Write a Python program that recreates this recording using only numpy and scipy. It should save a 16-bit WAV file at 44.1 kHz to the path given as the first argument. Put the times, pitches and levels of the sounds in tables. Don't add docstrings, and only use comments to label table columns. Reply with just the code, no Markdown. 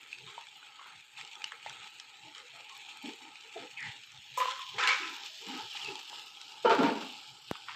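import sys
import numpy as np
from scipy import signal
from scipy.fft import rfft, irfft, next_fast_len
from scipy.io import wavfile
from scipy.ndimage import uniform_filter1d

SR = 44100
rng = np.random.default_rng(int(sys.argv[2]) if len(sys.argv) > 2 else 0)


def undo_db(level):
    steps = np.asarray(level, float) / 20
    return 10 ** steps


def int16_out(signal):
    q = np.round(np.clip(np.atleast_2d(signal).T, -1, 1) * 32767)
    wavfile.write(sys.argv[1], SR, q.astype(np.int16))


N = 341775

# time in seconds, level in dB.
HEAT = [(0, -51), (.6, -54.5), (1.06, -52.5), (1.3, -51.5), (2.178, -52.5), (3.5, -51.5), (4.06, -50.5),
        (4.66, -44.5), (5.251, -43.5), (5.7, -43.5), (6.24, -48.5), (6.6, -50), (7.0, -46.5), (7.45, -52.5),
        (7.75, -51)]
# start in seconds, time held in seconds, then the lift in dB
OPENINGS = [(.03, 0.026, -2, 2, 3), (.2, 0.046, 0.5, -2, -6), (.27, 0.15, 2.5, 1, 9),
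            (0.572, 0.18, 0, 2.5, 4.5), (.8, 0.14, 0.5, 4, 10), (1.035, 0.13, -3.5, -4, 0.5),
            (1.18, 0.022, 5.5, 8.5, 9.5), (1.36, 0.11, -1, 6.5, 6), (1.52, 0.02, 0.5, 2.5, 13),
            (1.671, 0.25, 2.5, 8, 7.5), (1.9, 0.018, -3.5, -13, -6), (2.24, 0.023, 2, 6, -1.5),
            (2.36, 0.046, 2.5, 0.5, 11), (2.55, 0.047, 2, 8, 8), (2.72, 0.17, 1.5, 3, 1.5),
            (2.9, 0.065, 0.5, 5.5, 5.5), (3.05, 0.055, 3.5, 10, 5), (3.2, 0.12, 0.5, 5.5, 3.5),
            (3.4, 0.28, 0, 0.5, 1), (3.58, 0.069, 3, 8, 5.5), (3.859, 0.036, 6.5, 8.5, 7),
            (4.03, 0.093, 0, -10, 0.5), (4.2, 0.26, -1, -6, -7), (4.379, 0.14, 6, 7.5, 16),
            (4.56, 0.13, 0.5, -9.5, 5), (4.67, 0.03, -2, 1, -20), (4.801, 0.086, 2, 10.5, 22),
            (4.96, 0.13, 3, -0.5, 10), (5.3, 0.1, -1, -11, -11), (5.481, 0.13, 2, 6.5, 6.5),
            (5.698, 0.009, -1, -7.5, -4), (5.761, 0.14, 3, 2, 5), (5.9, 0.092, 1, 7, 2),
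            (6.05, 0.017, 0, -8, 0), (6.109, 0.11, 2, 6, 3.5), (6.5, 0.078, 1, 7, 2.5),
            (6.72, 0.027, 0, 7, 8), (6.84, 0.065, 1.5, 15, 15), (7.511, 0.054, 2, 8, 6),
            (7.7, 0.056, 1.5, 2, 13.5)]
PHONE_LOWERED = (3.3, 6.82)
# frequency in Hz, level in dB per Hz.
FIZZ_HIGH_COLOUR = [(1100, -31.5), (1700, -16.5), (2050, -14), (2400, -4.5), (3200, -5), (4500, -11.5),
                    (4950, -21), (5400, -17.5), (6100, -22), (6500, -17.5), (7700, -18), (8800, -25),
                    (9300, -80), (12700, -52)]
# frequency in Hz, level in dB per Hz.
FIZZ_CLOSE_COLOUR = [(880, -50), (1500, -52), (1660, -15), (1900, -35), (2100, -25), (2250, -6.5),
                     (2400, -5), (2900, 0.5), (5400, -8.5), (6210, -17.5), (7560, -10.5), (9800, -32.5),
                     (12700, -25), (21600, -120)]
# frequency in Hz, level in dB per Hz.
SPIT_COLOUR = [(5290, 8), (9000, -1), (9460, -2), (10900, -7), (12900, 6.5), (14000, -5), (14900, 3),
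               (15800, -20.5)]
# time in seconds, peak in dB.
SHOWERS = [
    (4.379, -45.5),
    (5.12, -68),
    (6.83, -63),
]
# time in seconds, peak in dB.
SINGLE_SPITS = [(2.7763, -50), (3.0275, -53), (4.375, -36), (4.8813, -52), (5.485, -46), (6.7506, -46),
                (6.9172, -56), (7.0494, -46), (7.1252, -58), (7.512, -45),
                (0.4115, -61), (1.441, -56), (1.9026, -57), (1.9415, -55), (2.5641, -58.5), (2.777, -50),
               (2.9724, -53), (3.028, -55), (3.0764, -58), (4.375, -43), (4.8813, -42), (5.1677, -49),
               (5.3353, -62), (5.4844, -51), (5.5742, -50), (6.262, -51), (6.3974, -59), (6.4971, -59.5),
               (6.6962, -60), (6.8274, -45), (6.9172, -56), (7.0025, -55.5), (7.0499, -51), (7.1248, -53),
               (7.2998, -57), (7.5124, -47)]
# frequency in Hz, level in dB per Hz.
HUM_COLOUR = [(110, -50.5), (180, -20), (440, -12.5), (660, -27.5), (780, -2), (850, 4), (1040, -12),
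              (1150, -36.5)]
# frequency in Hz, level in dB per Hz.
UPPER_HUM_COLOUR = [(900, -54), (1040, -20.5), (1210, -14.5), (1290, -5.5), (1380, -12.5), (1480, -15.5),
                    (1650, -15.5), (1900, -20), (2150, -13), (2730, -60)]
# time in seconds, peak in dB, ring in Hz.
CRACKLES = [(0.0305, -35, 2430), (0.185, -31.5, 2510), (0.3005, -48, 2540), (0.4294, -44, 3000),
            (0.6285, -38, 1450), (0.6649, -42.5, 2420), (0.8126, -37.5, 1060), (0.8614, -38, 1000),
            (0.999, -33.5, 2500), (1.0081, -40.5, 3730), (1.1905, -37, 1860), (1.2491, -30, 2900),
            (1.2756, -33.5, 2940), (1.321, -40, 2360), (1.3312, -33.5, 2700), (1.502, -46, 3000),
            (1.65, -45.5, 2920), (1.669, -29.5, 2100), (1.703, -33.5, 1500), (1.715, -37, 2550),
            (1.797, -46.5, 2660), (1.8424, -33, 2390), (1.8736, -35, 2800), (1.945, -40.5, 2500),
            (2.1555, -40.5, 2450), (2.3805, -31, 3220), (2.6954, -31, 3020), (2.7661, -31, 2950),
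            (3.0924, -36, 2800), (3.1346, -32, 3100), (3.356, -33, 2500), (3.439, -38, 3330),
            (3.493, -38, 2280), (3.526, -35, 2730), (3.8676, -31.5, 2000), (3.805, -33.5, 5500),
            (4.036, -34.5, 2950), (4.119, -38.5, 6100), (4.145, -39, 3560), (5.1637, -28.5, 2840),
            (5.8462, -27, 4740), (5.991, -31.5, 2900), (6.052, -39.5, 5530), (6.201, -52, 1185)]
# time in seconds, peak in dB, ring in Hz, crack in dB.
FAT_POPS = [
    (4.175, -32, 3560, -19),
    (5.261, -35.5, 3400, -10),
    (5.75, -40, 870, -35),
    (5.772, -26.5, 2500, -11),
    (5.955, -27, 3290, -11.5),
    (6.097, -35, 3420, -7.5),
    (6.129, -34.5, 906, -18),
    (6.414, -31, 3900, -11),
    (7.554, -33, 1260, -11.5),
    (7.684, -29, 1320, -28),
]
# time in seconds, peak in dB, ring in Hz, crack in dB.
FRUIT = [(0.129, -22.5, 2560, -21), (0.265, -31.5, 3670, -33.5), (0.379, -27.5, 934, -23),
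         (0.469, -37, 2360, -9), (0.486, -33, 3450, -21), (0.793, -35.5, 1130, -35.5),
         (1.172, -30, 2500, -39), (1.212, -29.5, 2450, -12.5), (1.354, -27, 3400, -18),
         (1.419, -28, 2480, -14.5), (1.442, -18, 2900, -12.5), (1.52, -36, 1300, -1),
         (1.662, -28.5, 886, -7.5), (1.696, -27.5, 3360, -12), (1.999, -34, 3260, -3.5),
         (2.349, -30, 3070, -17), (3.409, -37, 2840, -8.5), (3.827, -23.5, 1990, -18)]
# time in seconds, peak in dB, ring in Hz, crack in dB.
KNOCKS = [(4.377, -25, 1010, -16), (4.402, -23.5, 1090, -6), (4.456, -20.5, 1100, -15.5),
          (4.51, -21, 3350, -24), (4.594, -33, 1140, -22), (4.618, -29.5, 3500, -17),
          (4.784, -30, 1010, -5), (4.794, -36.5, 1010, 3), (4.837, -15.5, 3520, -19.5),
          (4.874, -8.5, 2750, -15.5), (4.89, -13.5, 2140, -13), (5.033, -23, 2640, -33),
          (5.095, -28.5, 3670, -17), (6.648, -13.5, 490, -32), (6.738, -27, 620, -29),
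          (6.696, -23, 2400, -11), (6.75, -28, 4330, -13), (6.762, -23, 860, -27.5),
          (6.832, -21, 1004, -15), (6.905, -25, 2700, -20)]
# frequency in Hz, level in dB.
CRACK_COLOUR = [(300, -26.5), (1000, -5.5), (2200, 4.5), (4300, 2), (5800, -9.5), (7800, 5), (9500, -49),
                (13000, -29), (16000, -44)]
# start in seconds, level in dB, hollow in Hz, held in seconds.
BUMPS = [(.17, -66, 431, 0.19), (.27, -68, 382, 0.014), (1.23, -66.5, 444, 0.043), (1.529, -64, 497, 0.018),
         (2.249, -62, 322, 0.048), (2.27, -63.5, 660, 0.019), (2.37, -64, 488, 0.089),
         (2.56, -77, 260, .04), (2.6, -66, 510, 0.027), (2.54, -63.5, 690, 0.064),
         (3.044, -39.5, 277, 0.04), (3.059, -55.5, 416, 0.083), (3.22, -60.5, 291.6, 0.07),
         (3.449, -64, 459, 0.027), (3.562, -42.5, 402, 0.0098), (3.6, -53, 298, 0.047),
         (3.62, -53, 475.5, 0.041), (3.809, -68, 240, 0.059), (4.31, -81, 520, 0.056),
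         (4.744, -55, 433, 0.1), (4.88, -50, 498, 0.062), (5.002, -48.5, 335, 0.07),
         (5.099, -53.5, 315, 0.029), (5.413, -57, 423, 0.24), (5.472, -43, 261, 0.098),
         (5.85, -60, 421, 0.049), (5.886, -44.5, 395, 0.028), (5.931, -52.5, 326, 0.028)]
# time in seconds, level in dB, pitch in Hz.
BOWL_TIPPED = (3.565, -41, 690)
# start in seconds, time held in seconds, ring in dB.
RIM_SKIDS = [
    (4.377, 0.0084, -31.5),
    (4.404, 0.017, -26),
    (4.455, 0.052, -40.5),
    (4.59, 0.19, -55),
]
# start in seconds, time held in seconds, level in dB.
BASE_DRAGS = [
    (4.405, 0.011, -30),
    (4.46, 0.089, -47.5),
]
# frequency in Hz, width in Hz, level in dB.
BOWL_MODES = [(550, 64, -24), (1010, 41, 5.5), (1246, 50, 0.5)]
# start in seconds, time held in seconds, level in dB.
DISH_SHAKES = [
    (4.784, 0.023, -30),
    (4.826, 0.02, -30.5),
    (4.879, 0.015, -25),
    (5.05, 0.15, -51.5),
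]
# frequency in Hz, width in Hz, level in dB.
DISH_MODES = [(1010, 19, 8), (1300, 42, 6), (1730, 99, -13), (2240, 22, 9), (2700, 19, -6), (3700, 20, -18)]
# frequency in Hz, level in dB per Hz.
CLATTER_COLOUR = [(350, -63), (600, -28), (910, -38), (986, -35.5), (1150, -38.5), (1240, 10), (2400, 10),
                  (7200, -10.5), (9500, -36), (12400, -91), (20900, -120)]
# start in seconds, held in seconds, dB, pitch in Hz.
HELD_NOTES = [(4.376, 0.065, -42.5, 518), (4.5, 0.044, -57.5, 528), (4.515, 0.104, -46, 1025),
              (4.619, 0.087, -55, 1042), (4.784, 0.03, -48.5, 490), (4.84, 0.031, -38, 1700),
              (4.885, 0.048, -33, 2250), (4.89, 0.018, -38, 1100), (4.46, 0.019, -53, 485),
              (4.478, 0.013, -38, 1030), (6.656, .02, -39.5, 3000), (6.651, 0.0079, -23, 470),
              (6.66, 0.074, -28, 920), (6.659, 0.042, -33.5, 1352), (6.707, 0.021, -31.5, 1370),
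              (6.701, .06, -33.5, 400), (6.7, 0.051, -38, 1200), (6.78, 0.015, -33, 850),
              (6.831, 0.078, -42, 290), (6.83, 0.027, -43, 430), (6.84, 0.053, -33, 916),
              (6.95, 0.018, -43, 930), (7.0, 0.031, -44.5, 300), (7.1, 0.13, -69, 1300),
              (.27, 0.017, -57, 1080), (2.7, 0.034, -56, 1098), (3.04, 0.023, -62, 620),
              (5.3, 0.064, -70, 640), (7.5, .1, -62, 1500)]
# start in seconds, time held in seconds, then the level in dB
STOOL_SLIPS = [
    (6.653, 0.0062, -36, -20, -34.5),
    (6.702, 0.011, -40, -20, -28),
    (6.745, 0.0091, -38, -34, -38),
    (6.789, 0.0027, -22.5, -31.5, -36),
    (6.809, 0.0059, -45, -21.5, -42),
    (6.832, 0.018, -22.5, -32, -31.5),
    (6.889, 0.011, -38, -29.5, -49),
    (6.939, 0.098, -43, -45, -48.5),
]
# frequency in Hz, width in Hz, level in dB.
LEG_MODES = [(381, 99, 4), (490, 120, -1.5), (675, 39, -3.5), (906, 190, -3.5), (1344, 58, -0.5)]
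# frequency in Hz, level in dB per Hz.
GRIT_COLOUR = [(880, 2.5), (1500, 1.5), (1980, -8), (2320, -3.5), (4380, -12.5), (7570, -32), (9000, -44),
               (11700, -57), (19800, -120)]
# start in seconds, held in seconds, first pitch in Hz, settled pitch in Hz, dB.
CHIRPS = [
    (3.772, 0.091, 2662, 2036, -43),
    (5.703, 0.047, 3300, 2810, -50.5),
    (5.815, 0.069, 3483, 2620, -43),
]
# time in seconds, peak in dB.
TAP = (7.5127, -13.5)
# time in seconds, level in dB.
RUSTLE = (7.682, -44.5)
# time in seconds, peak in dB, time held in seconds.
FLUTTERS = [(.25, -60.5, 0.036), (.96, -70.5, 0.011), (1.22, -71.5, 0.015), (1.68, -68.5, 0.15),
            (2.24, -67, 0.04), (2.55, -75, 0.02), (3.6, -68, 0.021), (3.87, -49.5, 0.016),
            (4.17, -59, 0.027), (4.33, -66, 0.016), (4.76, -53, 0.012), (5.64, -59, 0.0059),
            (5.89, -55.5, 0.0048), (6.7, -52, 0.03), (6.8, -51, 0.074), (7.32, -66, 0.03),
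            (7.51, -62, 0.007), (7.68, -67.5, .07), (2.8, -89, 0.066), (3.99, -75, 0.013),
            (3.72, -80, 0.016)]
# frequency in Hz, level in dB per Hz.
FLAME_COLOUR = [(25, -34.5), (60, -7), (100, -2.5), (135, 6), (170, -4), (260, -21)]
# frequency in Hz, level in dB per Hz.
HUSH_COLOUR = [(25, -21), (60, 10), (130, -10.5), (300, 7), (600, 1), (1200, -20.5), (2500, -56)]


def sizzle():
    heat_db = np.interp(np.arange(N) / SR, *np.transpose(HEAT))
    s, held, fizz_lift, hum_lift, upper_lift = np.transpose(OPENINGS)
    opening = shapes(s, 0.048, held, 0.055)
    fizz_lift_db = fine(fizz_lift @ opening)
    bubbles = steam_bubbles(fizz_lift_db)
    close = np.interp(np.arange(N) / SR, PHONE_LOWERED, (0, 1))
    fizz = (1 - close) * coloured(bubbles, FIZZ_HIGH_COLOUR) + close * coloured(bubbles, FIZZ_CLOSE_COLOUR)
    hum = pot_hum(heat_db, fine(hum_lift @ opening), fine(upper_lift @ opening))
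    return undo_db(heat_db + fizz_lift_db) * fizz + hum + spits(bubbles, heat_db)


def steam_bubbles(lift_db):
    bubbles = grains(0.47, spread_db=4, per_second=590)
    bubbles += 0.78 * bursts(32, 0.013, depth_db=0)
    bubbles += 0.56 * droplets(count=6000, centre_hz=3870, spread_db=3.5)
    bubbles = patchy(bubbles, depth_db=2.5)
    return bubbles + 0.36 * undo_db(lift_db) * droplets(count=1500, centre_hz=3600, spread_db=3)


def spits(bubbles, heat_db):
    splashes = patchy(bursts(24, 0.003, depth_db=28), depth_db=6.5)
    spit = coloured(1.9 * bubbles + splashes, SPIT_COLOUR)
    usual_db = heat_db.mean()
    gain = undo_db(0.86 * (heat_db - usual_db) + usual_db - 24)
    gain += swells(*np.transpose(SHOWERS), 0.004, 0, 0.071)
    gain += undo_db(-4.5) * swells(*np.transpose(SINGLE_SPITS), 0.001, 0, 0.0032)
    return gain * spit


def pot_hum(heat_db, low_lift_db, upper_lift_db):
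    drone = patchy(grains(0.1, spread_db=5, per_second=220), depth_db=2.5)
    low, upper = coloured(drone, HUM_COLOUR), coloured(drone, UPPER_HUM_COLOUR)
    shaken = undo_db(-28) * rattling() + undo_db(-20.5) * slipping(1, 0.23)
    low_gain = undo_db(heat_db - 12.5 + low_lift_db) + shaken
    upper_gain = undo_db(heat_db - 14 + upper_lift_db) + 0.19 * shaken
    return low_gain * low + upper_gain * upper


def pops():
    rings, cracks, t = np.zeros(N + SR), np.zeros(N + SR), np.arange(SR // 20) / SR
    noise = coloured(rng.standard_normal(N), CRACK_COLOUR)
    crackles = [(s, db - 2, hz, -13) for s, db, hz in CRACKLES]
    for s, db, hz, crack_db in FRUIT + FAT_POPS + KNOCKS + crackles:
        here = slice(round(s * SR), round(s * SR) + len(t))
        ring_t60 = 0.026 * (1000 / hz) ** 0.6
        rise = 1 - np.exp(-t / 0.00081)
        ring_fade = rise * undo_db(db - 60 * t / ring_t60)
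        crack_fade = rise * undo_db(db - 60 * t / 0.010)
        rings[here] += undo_db(-2) * ring_fade * np.sin(2 * np.pi * hz * t)
        rings[here] += undo_db(crack_db - 4.5) * crack_fade * np.sin(2 * np.pi * 2.1 * hz * t)
        band = signal.butter(2, [0.63 * hz, min(1.82 * hz, 8500)], "bandpass", fs=SR, output="sos")
        jolt = unit(signal.sosfilt(band, rng.standard_normal(len(t))))
        snap = signal.sosfilt(band, t == 0)
        rings[here] += undo_db(crack_db + 7.5) * crack_fade * jolt
        rings[here] += undo_db(db + crack_db + 2.5) * snap / snap.max()
        cracks[here] += undo_db(crack_db - 1) * crack_fade
    return filtered(rings[:N] + cracks[:N] * noise, lambda hz: 1 / np.sqrt(1 + (hz / 8800) ** 16) + 0.098)


def bumps():
    s, db, hz = BOWL_TIPPED
    out = swells(s, db, 0.0082, 0, 0.052) * narrow(np.full(N, hz), width_hz=100)
    rise_s = 0.0077
    for hand in (BUMPS[::2], BUMPS[1::2]):
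        s, db, hz, held = np.transpose(hand)
        latest = np.clip(np.searchsorted(s - 2 * rise_s, np.arange(N) / SR) - 1, 0, None)
        out += swells(s, db, rise_s, held, 0.043) * narrow(hz[latest], width_hz=94)
    return out


def bowl():
    skid = grains(0.25, spread_db=-7, per_second=190)
    ring = resonant(skid, [(900, 1600, 0)])
    ring = resonant(resonant(ring, BOWL_MODES), BOWL_MODES)
    scuff = coloured(grains(0.042, spread_db=7, per_second=140), CLATTER_COLOUR)
    s, held, db = np.transpose(RIM_SKIDS)
    skidding = swells(s, db, 0.0032, held, 0.04)
    s, held, db = np.transpose(BASE_DRAGS)
    return skidding * ring + swells(s, db - 8, 0.016, held, 0.091) * scuff


def dishes():
    hits = grains(0.15, spread_db=34, per_second=460)
    ring = filtered(resonant(hits, DISH_MODES), lambda hz: 1 / (1 + (hz / 7000) ** 6))
    return 0.85 * rattling() * unit(0.65 * ring + coloured(hits, CLATTER_COLOUR))


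def rattling():
    s, held, db = np.transpose(DISH_SHAKES)
    return swells(s, db, 0.0032, held, 0.17)


def notes():
    out, t = np.zeros(N), np.arange(-SR // 50, SR // 4) / SR
    for s, held, db, hz in HELD_NOTES:
        shape = undo_db(db - 20 * np.maximum(np.maximum(-t / 0.0032, (t - held) / 0.066), 0))
        note = narrow(np.full(len(t), hz), 0.073 * hz, steady=0.54)
        out[round(s * SR) - SR // 50:][:len(t)] += shape * note
    return out


def stool():
    slips = grains(0.27, spread_db=0, per_second=280)
    boom = resonant(resonant(slips, [(223, 120, 0)]), [(283, 43, 8), (214, 130, -0.5)])
    dull = resonant(slips, [(720, 450, 0)])
    seat = resonant(resonant(dull, [(630, 670, 0)]), [(625, 530, 0)])
    legs = unit(resonant(resonant(dull, LEG_MODES), LEG_MODES) + 0.5 * seat)
    grit = coloured(slips, GRIT_COLOUR)
    return 0.7 * slipping(0, 0.13) * boom + 0.6 * slipping(1, 0.12) * legs + slipping(2, 0.11) * grit


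def slipping(part, fall_s):
    s, held, *db = np.transpose(STOOL_SLIPS)
    return swells(s, db[part], 0.0074, held, fall_s)


def bird():
    out, t = np.zeros(N), np.arange(-SR // 20, SR // 3) / SR
    for (s, held, first_hz, settled_hz, db), width_hz in zip(CHIRPS, (620, 220, 150)):
        glide = np.exp(-np.clip(t, 0, 1) / 0.016)
        shape = undo_db(db - 20 * np.maximum(np.maximum(-t / 0.0099, (t - held) / 0.1), 0))
        whistle = narrow(settled_hz + (first_hz - settled_hz) * glide, width_hz, steady=0.1)
        out[round(s * SR) - SR // 20:][:len(t)] += shape * whistle
    return out


def tap():
    out, t = np.zeros(N), np.arange(SR // 20) / SR
    jolt = -(t / 0.00018) * np.exp(1 - t / 0.00014)
    swing = 1.3 * np.sin(2 * np.pi * 190 * t) * np.exp(-t / 0.001)
    out[round(TAP[0] * SR):][:len(t)] = undo_db(TAP[1]) * (jolt + swing)
    return out


def rustle():
    brush = grains(0.72, spread_db=-11, per_second=290)
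    colour = [(500, -71), (900, 13), (1500, 7), (2700, 8.5), (5000, -9)]  # Hz, dB per Hz
    return swells(*RUSTLE, 0.016, 0.025, 0.23) * coloured(brush, colour)


def flame():
    s, db, held = np.transpose(FLUTTERS)
    gain = undo_db(-80) + swells(s, db, 0.066, held, 0.038)
    return gain * coloured(rng.standard_normal(N), FLAME_COLOUR)


def hush():
    return undo_db(-78) * coloured(bursts(count=4, length_s=0.03, depth_db=2), HUSH_COLOUR)


def kitchen(x, t60):
    t = np.arange(SR // 2) / SR
    tail = signal.lfilter([1], [1, -0.6], rng.standard_normal(len(t))) * undo_db(-60 * t / t60)
    return signal.fftconvolve(np.pad(x, (300, 0)), tail / np.linalg.norm(tail))[:N]


def grains(share, spread_db, per_second):
    size = np.minimum(rng.exponential(size=N), 2)
    ticks = (rng.random(N) < per_second / SR) * undo_db(spread_db * size) * rng.choice([-1, 1], N)
    return np.sqrt(1 - share) * rng.standard_normal(N) + np.sqrt(share) * unit(ticks)


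def bursts(count, length_s, depth_db):
    flares = (rng.random(N) < count / SR) * np.minimum(rng.exponential(size=N), 3)
    glow = signal.lfilter([1], [1, -np.exp(-1 / (length_s * SR))], flares)
    return unit(rng.standard_normal(N) * (1 + undo_db(depth_db) * glow))


def droplets(count, centre_hz, spread_db):
    when, pitch, size = rng.random((count, 3)).T
    hz = centre_hz * 3 ** (2 * pitch - 1)
    k = np.arange(128)
    cycles = hz[:, None] * k / SR
    level = undo_db(-spread_db * np.log(size + 0.021)) * np.sqrt(hz)
    shape = level[:, None] * np.sin(2 * np.pi * cycles) * np.exp(-cycles / 0.38)
    place = (when * N).astype(int)[:, None] + k
    return unit(np.bincount(place.ravel(), shape.ravel(), N + len(k))[:N])


def narrow(hz, width_hz, steady=0.41):
    noise = rng.standard_normal(len(hz)) + 1j * rng.standard_normal(len(hz))
    slow = signal.sosfilt(signal.butter(3, width_hz / SR, output="sos"), noise)
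    carrier = np.exp(2j * np.pi * np.cumsum(hz) / SR)
    return unit(np.real(slow / (np.abs(slow) + 1e-9) ** steady * carrier))


def patchy(x, depth_db):
    z = signal.stft(x, nperseg=512)[2]
    field = uniform_filter1d(rng.standard_normal(z.shape), size=3, axis=0)
    field = unit(uniform_filter1d(field, size=20, axis=1))
    return signal.istft(z * undo_db(depth_db * np.minimum(field, 0.6)), nperseg=512)[1][:N]


def suppressed(x, strength, least):
    z = signal.stft(x, nperseg=512)[2]
    power = np.abs(uniform_filter1d(np.abs(z) ** 2, size=5, axis=1)) + 1e-20
    usual = np.quantile(power[:, ::4], 0.3, axis=1)[:, None]
    gain = np.sqrt(np.clip(1 - strength * usual / power, least, 1))
    return signal.istft(z * gain, nperseg=512)[1][:N]


def shapes(s, rise_s, held_s, fall_s):
    late = np.arange(0, N, 32) / SR - np.reshape(s, (-1, 1))
    over = (late - np.reshape(held_s, (-1, 1))) / fall_s
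    return undo_db(-20 * np.maximum(np.maximum(-late / rise_s, over), 0))


def fine(coarse):
    return np.interp(np.arange(N), np.arange(0, N, 32), coarse)


def swells(s, db, rise_s, held_s, fall_s):
    return fine(np.sqrt(undo_db(np.reshape(db, -1)) ** 2 @ shapes(s, rise_s, held_s, fall_s) ** 2))


def unit(x):
    return x / np.sqrt(np.mean(x ** 2) + 1e-20)


def filtered(x, response):
    m = next_fast_len(N + SR // 2)
    return irfft(rfft(x, m) * response(np.fft.rfftfreq(m, 1 / SR)), m)[:N]


def coloured(x, spectrum):
    f, v = np.transpose(spectrum)
    db = np.interp(np.log(np.fft.rfftfreq(8192, 1 / SR) + 1), np.log(f), v, -120, -120)
    cepstrum = irfft(np.log(undo_db(np.maximum(db, v.max() - 80))))
    fold = np.r_[1, np.full(4095, 2), 1, np.zeros(4095)]
    impulse = irfft(np.exp(rfft(cepstrum * fold)))[:4096]
    return unit(signal.oaconvolve(x, impulse)[:N])


def resonant(x, modes):
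    def response(f):
        return sum((-1) ** k * undo_db(db) * 1j * f * w / (c * c - f * f + 1j * f * w)
                   for k, (c, w, db) in enumerate(modes))
    return unit(filtered(x, response))


def scene():
    near = pops()
    things = near + undo_db(-14) * kitchen(near, t60=0.26)
    things += bumps() + bowl() + dishes() + notes() + stool() + bird() + rustle()
    things = filtered(things, lambda hz: (1j * hz / (110 + 1j * hz)) ** 3)
    return (sizzle() + things + tap() + flame() + hush())[None]


def top_cut(x):
    return signal.sosfilt(signal.butter(12, 16510, fs=SR, output="sos"), x)


def record(dry):
    def microphone(hz):
        return (1j * hz / (60 + 1j * hz)) ** 3 * np.where(hz < 15700, 1, undo_db(-31))
    mix = suppressed(filtered(dry[0], microphone), strength=0.37, least=0.36)[None]
    return top_cut(mix)


dry = scene()
out = record(dry)
int16_out(out)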